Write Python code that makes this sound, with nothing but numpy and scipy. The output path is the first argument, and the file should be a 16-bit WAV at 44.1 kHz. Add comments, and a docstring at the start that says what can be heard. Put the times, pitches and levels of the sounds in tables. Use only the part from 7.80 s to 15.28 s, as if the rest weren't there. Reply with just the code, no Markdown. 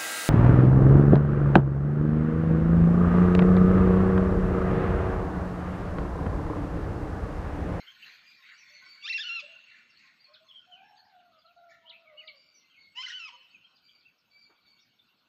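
"""A wooded hillside at dawn. A near bird gives two loud, cracking squeals, built from harmonics that slide
through throat resonances and roughen into noise. Small birds chip and whistle as short gliding tones; what
may be a rooster crows far down the valley with a growling two-harmonic voice. A dry rustle of grainy noise
fades over the first seconds, and noise-shaped echoes scatter every call over faint still air."""
import sys
import numpy as np
from scipy import signal
from scipy.fft import rfft, irfft, next_fast_len
from scipy.io import wavfile
from scipy.ndimage import uniform_filter1d, map_coordinates

SR = 44100
rng = np.random.default_rng(int(sys.argv[2]) if len(sys.argv) > 2 else 0)


def log_audio(samples):
    """Write samples as a 16-bit WAV file to the path given in sys.argv[1]."""
    # one column per channel
    frames = np.atleast_2d(samples).T
    # limit to full scale, then quantise
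    limited = np.clip(frames, -1, 1)
    pcm = np.round(limited * 32767).astype(np.int16)
    wavfile.write(sys.argv[1], SR, pcm)


N = 329868


def amp(db):
    """Decibels to gain."""
    return 10 ** (np.asarray(db) / 20)


def unit(x):
    """Scale to rms 1."""
    return x / np.sqrt(np.mean(x ** 2) + 1e-20)


def along(points, hz):
    """Read a curve of (frequency [Hz], value) points on a log frequency axis."""
    f, v = np.transpose(points)
    return np.interp(np.log(np.abs(hz) + 1), np.log(f + 1), v)


def curves(rows):
    """Start time, then one value per sample for each column over the rows' span."""
    s, *cols = np.transpose(rows)
    s = np.maximum.accumulate(s)
    return [s[0]] + [np.interp(np.arange(s[0], s[-1], 1 / SR), s, c) for c in cols]


def level(rows):
    """Gain per sample from (time [s], level [dB]) rows."""
    return amp(np.interp(np.arange(N) / SR, *np.transpose(rows)))


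def wobble(rate, size):
    """A smooth random curve through `rate` knots a second."""
    knots = rng.standard_normal(int(size * rate / SR) + 4)
    return map_coordinates(knots, [np.arange(size) * rate / SR])


def add(track, s, x):
    """Mix x into the track from time s."""
    part = track[max(0, round(s * SR)):][:len(x)]
    part += x[:len(part)]


def filtered(x, response):
    """Shape the spectrum of x with a gain that is a function of frequency."""
    m = next_fast_len(N + SR // 2)
    return irfft(rfft(x, m) * response(np.fft.rfftfreq(m, 1 / SR)), m)[:N]


def rush(spectrum, patchy_db):
    """Coloured noise of rms 1 whose gain varies in random patches of time and frequency."""
    z = signal.stft(rng.standard_normal(N), nperseg=512)[2]
    field = uniform_filter1d(rng.standard_normal(z.shape), 4, 0)
    field = uniform_filter1d(field, 10, 1)
    x = signal.istft(z * amp(patchy_db * unit(field)), nperseg=512)[1][:N]
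    return unit(filtered(x, lambda hz: amp(along(spectrum, hz))))


def scattered(x, share, t60):
    """Nearby trunks and foliage turn a share of the call's power into a short smear."""
    t = np.arange(SR // 3) / SR
    path = rng.standard_normal(len(t)) * amp(-60 * t / t60)
    share = np.clip(share, 0, 1)
    path *= np.sqrt(share) / np.linalg.norm(path)
    path[0] += np.sqrt(1 - share)  # the direct sound
    return signal.fftconvolve(x, path)


def notes(table, shape, overtones, waver, share, smear_t60, rise=.2):
    """Each note glides through (start, end) over middle pitch; its partials tremble, the higher ones more."""
    far_share_per_db = .025  # a fainter note comes from farther off, so more of it is scattered
    out = np.zeros(N)
    loudest_db = max(row[3] for row in table)
    for s, length, middle_hz, db in table:
        u = np.linspace(0, 1, int(max(length, .005) * SR))  # progress through the note
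        n = len(u)
        glide = np.polyfit([0, .5, 1], [shape[0], 1, shape[1]], 2)
        hz = middle_hz * np.polyval(glide, u)
        phase = 2 * np.pi * np.cumsum(hz * (1 + waver * wobble(300, size=n))) / SR
        partials = [amp(g + 2 * k * wobble(67.3, size=n)) * np.sin(k * phase)
                    for k, g in enumerate(overtones, 1)]
        tone = unit(sum(partials))
        swell = np.interp(u, [0, np.clip(rise, .05, .6), .65, 1], [0, 1, .85, 0])
        farther = far_share_per_db * (loudest_db - db)
        add(out, s, scattered(amp(db) * swell * tone, share + farther, smear_t60))
    return out


def air():
    """The still valley's low murmur under a thin, flickering top hiss: two bands of patchy noise."""
    # the murmur's colour: (frequency [Hz], relative level [dB per Hz])
    air_colour = [(20, -37), (50, -9.5), (130, 0), (230, 2.5), (420, -7), (750, -4.5), (900, -7),
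                  (1450, -1.5), (1800, -15), (2700, -5), (4000, -6), (6000, -22), (9000, -34.5),
                  (15000, -31)]
    # the hiss before its flicker: (time [s], level [dB])
    hiss_level = [(0, -77.5), (.33, -77), (.42, -83.5), (1, -87.5), (1.35, -84.5), (1.7, -91.5),
                  (7.48, -88)]
    # the hiss's colour: (frequency [Hz], relative level [dB per Hz])
    hiss_colour = [(7000, -35), (9000, -19), (11400, -12.5), (12100, 4), (15400, -2.5)]
    flicker = amp(2.6 * wobble(30, size=N))
    hiss = level(hiss_level) * rush(hiss_colour, patchy_db=3) * flicker
    return amp(-75.0) * rush(air_colour, patchy_db=3) + hiss


def rustle():
    """A dry rustle: noise broken into grains, coming in swells and dying away to a faint remainder."""
    # its swells: (start [s], length [s], peak level [dB])
    rustle_swells = [(0.159, 0.27, -52.5), (.6, 0.15, -56.5), (0.846, 1.18, -60.5)]
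    # the leaves' colour: (frequency [Hz], relative level [dB per Hz])
    leaf_colour = [(300, -49.5), (700, -15.5), (1100, -14), (1450, 1.5), (2200, 5), (2800, 0), (3600, -1.5),
                   (4500, 0.5), (5200, -23), (6600, -13.5), (7600, -29), (10000, -47), (15000, -53)]
    start_db, fade_db_per_s, rest_db = -59.5, 6, -85
    t = np.arange(N) / SR
    swell_power = sum(amp(db) ** 2 * np.sin(np.pi * np.clip((t - s) / length, 0, 1)) ** 2
                      for s, length, db in rustle_swells)
    # fade, remainder and swells add as powers
    strength = np.sqrt(amp(start_db - fade_db_per_s * t) ** 2 + amp(rest_db) ** 2 + swell_power)
    grains = amp(0.96 * wobble(120, size=N))
    return strength * unit(rush(leaf_colour, patchy_db=4.5) * grains)


def bumps():
    """Soft dull knocks, each a puff of low noise with a rounded onset and an exponential decay."""
    # (start [s], level before onset and decay [dB], t60 [s])
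    bump_rows = [(.01, -69.5, 0.35), (.27, -73, 0.57), (6.694, -62, 0.26), (7.309, -74, 0.15)]
    # a knock's colour: (frequency [Hz], relative level [dB per Hz])
    knock_colour = [(40, -22), (150, -13), (270, -13), (390, 2), (520, -8), (750, -4), (1150, 0),
                    (1700, -10), (4000, -35), (10000, -60)]
    out, t = np.zeros(N), np.arange(SR // 3) / SR
    for s, db, t60 in bump_rows:
        envelope = amp(db - 60 * t / t60) * (1 - np.exp(-t / 0.0074))
        add(out, s, envelope * rush(knock_colour, patchy_db=2.5)[:len(t)])
    return out


def shimmer():
    """Blurred noise in narrow bands: far calls, and the second squeal's echo swelling near 5.5 s."""
    # bands that ring in the shimmer: (centre [Hz], width [Hz], gain [dB])
    shimmer_bands = [(1068, 23, 3), (1451, 200, 3), (2717, 490, 2.5), (4258, 200, 0.5), (5430, 140, -6.5),
                     (6450, 220, -7.5), (7790, 330, -19)]
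    # (time [s], level [dB])
    shimmer_level = [(0, -63), (1.9, -67.5), (3, -70), (4, -83), (5.1, -71.5), (5.5, -65.5), (6.3, -79.5),
                     (7.48, -78)]

    def bands(hz):
        return sum(amp(db) / (1 + (2 * (hz - centre) / width) ** 2) for centre, width, db in shimmer_bands)

    white = rush([(1000, 0)], patchy_db=7.5)
    return level(shimmer_level) * unit(filtered(white, bands))


def hoarse_calls():
    """Blurred calls from far off: falling tones with a strong pitch waver, almost wholly scattered."""
    # (start [s], length [s], middle pitch [Hz], level [dB])
    hoarse_rows = [(.17, 0.14, 1956, -61), (.62, 0.13, 2100, -59), (.76, 0.19, 2067, -60),
                   (.9, 0.2, 2070, -60.5), (1.85, .17, 2035, -56), (2.16, 0.17, 2080, -60),
                   (3.885, 0.074, 1926, -59.5)]
    return notes(hoarse_rows, (1.1, 0.97), [0, -11, -24], waver=.1, share=.9, smear_t60=.18)


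def hoots():
    """Soft low hoots: single partials in a slight pitch arch."""
    # (start [s], length [s], middle pitch [Hz], level [dB])
    hoot_rows = [(.89, .11, 605, -74.5), (1.01, 0.086, 1515, -56), (1.62, 0.036, 590.3, -54),
                 (1.67, 0.089, 665, -66.5), (2.64, 0.11, 1080, -69), (2.79, 0.038, 1480, -70),
                 (4.02, 0.14, 980, -67), (5.5, .11, 535, -75), (5.51, 0.055, 1170, -63.5),
                 (5.52, 0.048, 968, -56)]
    return notes(hoot_rows, (0.96, 0.92), [0], waver=0.016, share=0.49, smear_t60=0.13)


def rooster():
    """Short opening notes, then long growling syllables, hoarse where high, fading in and out with distance."""
    # the short first notes: (start [s], length [s], pitch [Hz], level [dB])
    opening = [(2.48, 0.069, 617, -62.5), (2.6, .055, 641, -67.5)]
    # the drawn-out syllables, each a list of (time [s], pitch [Hz], level [dB])
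    syllables = [
        [(2.86, 729, -68.5), (2.97, 735, -60.5), (3.06, 810, -59.5), (3.27, 825, -59), (3.38, 726, -61.5),
         (3.5, 688, -66), (3.6, 603, -60.5)],
        [(3.64, 647, -60.5), (3.73, 701, -68)],
        [(3.76, 694, -65), (3.9, 685.7, -61.5), (4.08, 658, -68), (4.22, 674, -68), (4.3, 618, -62),
         (4.5, 615.4, -63), (4.6, 529, -76.5)],
    ]
    # roughness (0-1) and its rise as the pitch climbs through the strain range
    base_rough, strain_hz, strain_rough = .36, (690, 810), .5
    octave_db, strain_octave_db = -2.5, -10.5  # second harmonic, and its change when strained
    edge_s = 0.011  # each syllable's rise and fall
    growl_hz, growl_depth = 76.1, 0.68  # slow second vibration in the throat; depth scales with roughness
    out = notes(opening, (.96, 1.03), [0, -12], waver=.015, share=0.47, smear_t60=0.16)
    for syllable in syllables:
        s, hz, db = curves(syllable)
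        n = len(hz)
        t = np.arange(n) / SR
        strain = np.interp(hz, strain_hz, [0, 1])
        rough = base_rough + strain_rough * strain
        second = amp(octave_db + strain_octave_db * strain)
        jitter = .075 * rough * wobble(190, size=n)
        phase = 2 * np.pi * np.cumsum(hz * (1 + jitter)) / SR
        # each harmonic fades in and out on its own
        first_fading, second_fading = amp(3.5 * wobble(24, size=n)), amp(3.5 * wobble(24, size=n))
        tone = first_fading * np.sin(phase) + second * second_fading * np.sin(2 * phase)
        tone /= np.hypot(1, second)
        tone *= 1 + growl_depth * rough * np.sin(2 * np.pi * growl_hz * t + wobble(20.7, size=n))
        swell = np.minimum(np.minimum(t, t[::-1]) / edge_s, 1)
        add(out, s, scattered(amp(db) * swell * unit(tone), share=.35, t60=.1))
    return out


def whistler(ring_hz=4480, width_hz=480, ring_db=7):
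    """A distant bird's arched whistles; the octave stands out when it meets a resonance of the throat."""
    # (start [s], length [s], middle pitch [Hz], level before the resonance [dB])
    whistle_rows = [(.42, 0.2, 2390, -61.5), (.66, 0.19, 2296, -63.5), (.85, 0.18, 2193, -60),
                    (1.01, 0.33, 2266, -59.5), (4.35, .1, 2224, -69), (4.53, 0.28, 2350, -67.5),
                    (4.78, 0.089, 2110, -69), (4.95, 0.15, 2202, -63), (6.02, .19, 2370, -66),
                    (6.5, 0.24, 2321, -64), (6.83, .2, 2260, -66.5)]
    voice = notes(whistle_rows, (0.98, 0.94), [0, -7, -23], waver=.014, share=.5, smear_t60=.16)
    return filtered(voice, lambda hz: 1 + amp(ring_db) / (1 + (2 * (hz - ring_hz) / width_hz) ** 2))


def faint_chips(count, level_db, centre_hz, spread_db=10):
    """A table of tiny notes from birds deep in the trees, loosely spaced in time."""
    when, length, pitch, loud = rng.random((count, 4)).T
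    start = (np.arange(count) + when) / count * N / SR
    middle_hz = centre_hz * 2 ** (pitch - .5)
    return np.transpose([start, 0.029 + .016 * length, middle_hz, level_db + spread_db * (loud - .5)])


def small_birds():
    """Gliding single-partial notes of five kinds close by, with fainter random twitter behind them."""
    # all five: (start [s], length [s], middle pitch [Hz], level [dB])
    chip_rows = [(2.534, 0.03, 3680, -51.5), (3.28, 0.033, 4160, -71.5), (3.51, 0.054, 3580, -69),
                 (4.094, .024, 3425, -44), (4.472, 0.018, 3370, -44.5), (5.96, 0.028, 4060, -65.5),
                 (6.2, 0.022, 3820, -68), (7.25, 0.054, 4030, -73.5)]  # sharp downward chips
    slur_rows = [(.215, 0.044, 2680, -50.5), (.77, 0.068, 5670, -60), (2.442, 0.017, 4370, -50.5),
                 (2.682, 0.042, 3300, -51), (2.708, 0.022, 3014, -52), (2.735, 0.073, 3162, -50),
                 (2.912, 0.058, 2970, -50.5), (2.96, .06, 2417, -58), (3.165, 0.048, 4430, -57.5),
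                 (3.655, 0.018, 3990, -61), (4.255, .035, 2250, -57), (4.29, .04, 1985, -61.5),
                 (4.42, 0.031, 1996, -55.5), (4.475, .045, 2208, -51), (4.48, .03, 4370, -53.5),
                 (4.735, 0.084, 5670, -63), (4.89, 0.059, 3100, -60.5), (4.935, 0.029, 2476, -58),
                 (5.733, .04, 2535, -55.5), (6.625, .036, 4450, -58.5)]  # gently falling slurs
    chirp_rows = [(.035, .085, 3124, -50), (2.13, 0.063, 4300, -63), (3.335, .02, 3750, -68.5),
                  (3.612, 0.015, 3500, -68), (4.05, .055, 3207, -51), (4.115, 0.052, 2515, -49),
                  (5.685, 0.043, 4450, -68.5), (5.833, 0.033, 3130, -60), (6.075, 0.025, 3230, -59),
                  (6.968, .04, 3600, -63), (6.99, 0.031, 5500, -68.5), (7.184, .018, 3530, -60.5)]  # rising chirps
    peep_rows = [(4.37, .056, 2930, -47), (6.245, .062, 2666, -61.5)]  # short arched notes
    thin_rows = [(.88, 0.11, 6000, -67), (2.39, .04, 4630, -62.5), (4.41, 0.079, 4740, -64),
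                 (4.5, 0.24, 5360, -76), (5.93, 0.045, 4780, -71), (6.57, .06, 4690, -63)]  # thin, gently rising high notes
    close = (notes(chip_rows, (1.42, .75), [0], waver=0.024, share=0.29, smear_t60=0.2, rise=.3)
             + notes(slur_rows, (1.08, 0.95), [0], waver=.02, share=0.46, smear_t60=0.19, rise=0.25)
             + notes(chirp_rows, (.85, 1.06), [0], waver=.033, share=.65, smear_t60=0.18, rise=.4)
             + notes(peep_rows, (.9, 0.72), [0], waver=.015, share=0.28, smear_t60=0.13, rise=0.28)
             + notes(thin_rows, (1, 1.03), [0], waver=0.016, share=0.88, smear_t60=0.21, rise=0.48))
    falling = notes(faint_chips(count=56, level_db=-73, centre_hz=3900), (1.15, .88), [0],
                    waver=.04, share=.75, smear_t60=.22)
    rising = notes(faint_chips(count=36, level_db=-76, centre_hz=3620), (.86, 1.1), [0],
                   waver=.04, share=.72, smear_t60=.22)
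    return close + falling + rising


def squeals(flutter=.6, rasp_db=-3, uneven_db=3):
    """A strained voice that jumps register; its harmonics slide through the throat's resonances."""
    # per squeal: (starting level [dB], fading [dB/s], attack [s], overtone slope [dB/octave],
    # extra slope of the low opening [dB/octave per octave below the easy pitch],
    # steady roughness [0-1], extra roughness at a crack [0-1])
    squeal_rows = [(-34, 4, 0.043, -2, 14, 0.07, 0.01), (-37, 21, 0.027, -3.5, 2, .13, 0.58)]
    # each squeal climbs, then sinks and drops away: (time [s], pitch outside the cracks [Hz])
    squeal_pitch = [
        [(1.215, 1083), (1.26, 1220), (1.293, 1978), (1.368, 2024), (1.39, 1614), (1.414, 1854), (1.44, 1390),
         (1.472, 1511), (1.494, 1351), (1.54, 1401), (1.594, 1309), (1.62, 829)],
        [(5.145, 860), (5.177, 987), (5.22, 1060), (5.235, 1504), (5.275, 1545), (5.29, 1360), (5.325, 1483),
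         (5.378, 1522), (5.4, 1369), (5.47, 1258), (5.51, 801)],
    ]
    # the voice flips into its upper register: (start [s], length [s])
    cracks = [(1.296, 0.029), (1.338, 0.041), (5.261, 0.012), (5.299, 0.02)]
    # the throat's shape in each squeal: (frequency [Hz], gain [dB])
    throats = [
        [(500, -17), (1000, -28), (1400, -13), (2000, -11), (2750, 6.5), (3500, -2), (4200, -6.5),
         (5400, -12.5), (6100, -22), (6700, -20), (7400, -41), (11000, -71.5), (15000, -51)],
        [(500, -19.5), (1000, -10.5), (1380, -12.5), (2050, -4.5), (2700, 7), (3050, 3.5), (3650, -13.5),
         (4550, -7), (5200, -3.5), (6050, -17.5), (7000, -17), (8000, -44), (13000, -63.5)],
    ]
    # turbulent air: (frequency [Hz], relative level [dB per Hz])
    rasp_colour = [(500, -44), (1000, -30), (1700, -11.5), (2300, 2.5), (3000, 7.5), (3700, -1.5),
                   (4500, -7), (5400, 2), (6800, -16), (7600, -44), (10000, -54), (15000, -52)]
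    # scattered share of each squeal's power [0-1]
    squeal_scatter = [0.2, 0.34]
    # pitch ratio of the flip, its duration, the rough spell around it
    crack_ratio, flip_s, unsettled_s = 1.35, 0.0058, .07
    # the slide speed scale; fast slides roughen and weaken the voice
    slide_oct_per_s, slide_rough, slide_loss_db = 22, 0.31, 5.5
    # above its easy pitch the voice gets louder, below it thinner and brighter
    easy_hz, effort_db_per_oct = 1350, 4
    release_s = 0.022

    out = np.zeros(N)
    k = np.arange(1, 9)[:, None]  # harmonic numbers
    for pitch, row, throat, share in zip(squeal_pitch, squeal_rows, throats, squeal_scatter):
        start_db, fade, attack, slope_db, thin_db, steady, cracking = row
        s, hz = curves(pitch)
        n = len(hz)
        t = np.arange(n) / SR
        upper = sum(1. * ((s + t > at) & (s + t < at + length)) for at, length in cracks)
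        hz = hz * crack_ratio ** uniform_filter1d(upper, int(flip_s * SR))
        slide = np.tanh(np.abs(np.gradient(np.log2(hz))) * SR / slide_oct_per_s)
        slide = uniform_filter1d(slide, int(flip_s * SR))
        unsettled = np.minimum(2 * uniform_filter1d(upper, int(unsettled_s * SR)), 1)
        rough = np.clip(steady + slide_rough * slide + cracking * unsettled, 0, 1)

        swell = np.minimum(t / attack, 1) ** 2 * np.minimum(t[::-1] / release_s, 1)
        effort = np.log2(hz / easy_hz)  # octaves from the easy pitch
        db = start_db - fade * t + effort_db_per_oct * np.maximum(effort, 0)
        db -= slide_loss_db * (slide + cracking * unsettled)
        tilt_db = slope_db - thin_db * np.minimum(effort, 0) * (1 - t / t[-1])

        jitter = .045 * rough * wobble(500, size=n)
        phase = 2 * np.pi * np.cumsum(hz * (1 + jitter)) / SR
        # as the voice breaks, the upper harmonics lose step first and dissolve into noise
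        blur = .45 * k * rough * np.array([wobble(650, size=n) for _ in k])
        uneven = uneven_db * np.array([wobble(70, size=n) for _ in k])
        weights = amp(along(throat, k * hz) + tilt_db * np.log2(k) + uneven) * (k * hz < SR / 2)
        voice = (weights * np.sin(k * phase + blur)).sum(0)
        voice /= np.sqrt((weights ** 2).sum(0) / 2)  # even out the power
        # an unsteady syrinx shakes in strength and lets turbulent air through
        voice *= 1 + flutter * rough * wobble(450, size=n)
        rasp = amp(rasp_db) * rough * rush(rasp_colour, patchy_db=2.5)[:n]
        add(out, s, scattered(amp(db) * swell * (voice + rasp), share, t60=.11))
    return out


def forest(x):
    """The hillside's long answer: a noise tail in which each frequency dies at its own speed."""
    # (frequency [Hz], t60 [s])
    forest_t60 = [(300, 1.2), (1500, 0.56), (2800, 1.42), (5500, 0.55), (10000, 0.65)]
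    hz, t, z = signal.stft(rng.standard_normal(3 * SR // 2), SR, nperseg=256)
    decay = amp(-60 * t / along(forest_t60, hz)[:, None])
    build_up = 1 - np.exp(-t / 0.014)
    tail = signal.istft(z * decay * build_up, SR, nperseg=256)[1]
    return signal.fftconvolve(x, tail / np.linalg.norm(tail))[:N]


def scene():
    """Near and far birds, each with its share of the forest's echo, over the background."""
    near, small, whistles, hoarse = squeals(), small_birds(), whistler(), hoarse_calls()
    low = rooster() + hoots()
    echo = forest(amp(-15.5) * near + amp(-18.0) * small + amp(-7.0) * (whistles + hoarse) + amp(-15) * low)
    birds = near + small + whistles + hoarse + low
    return (birds + echo + shimmer() + rustle() + bumps() + air())[None]


def record(dry):
    """A sharp band limit: nothing passes from 15500 Hz upward."""
    return filtered(dry[0], lambda hz: hz < 15500)[None]


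dry = scene()
out = record(dry)
log_audio(out)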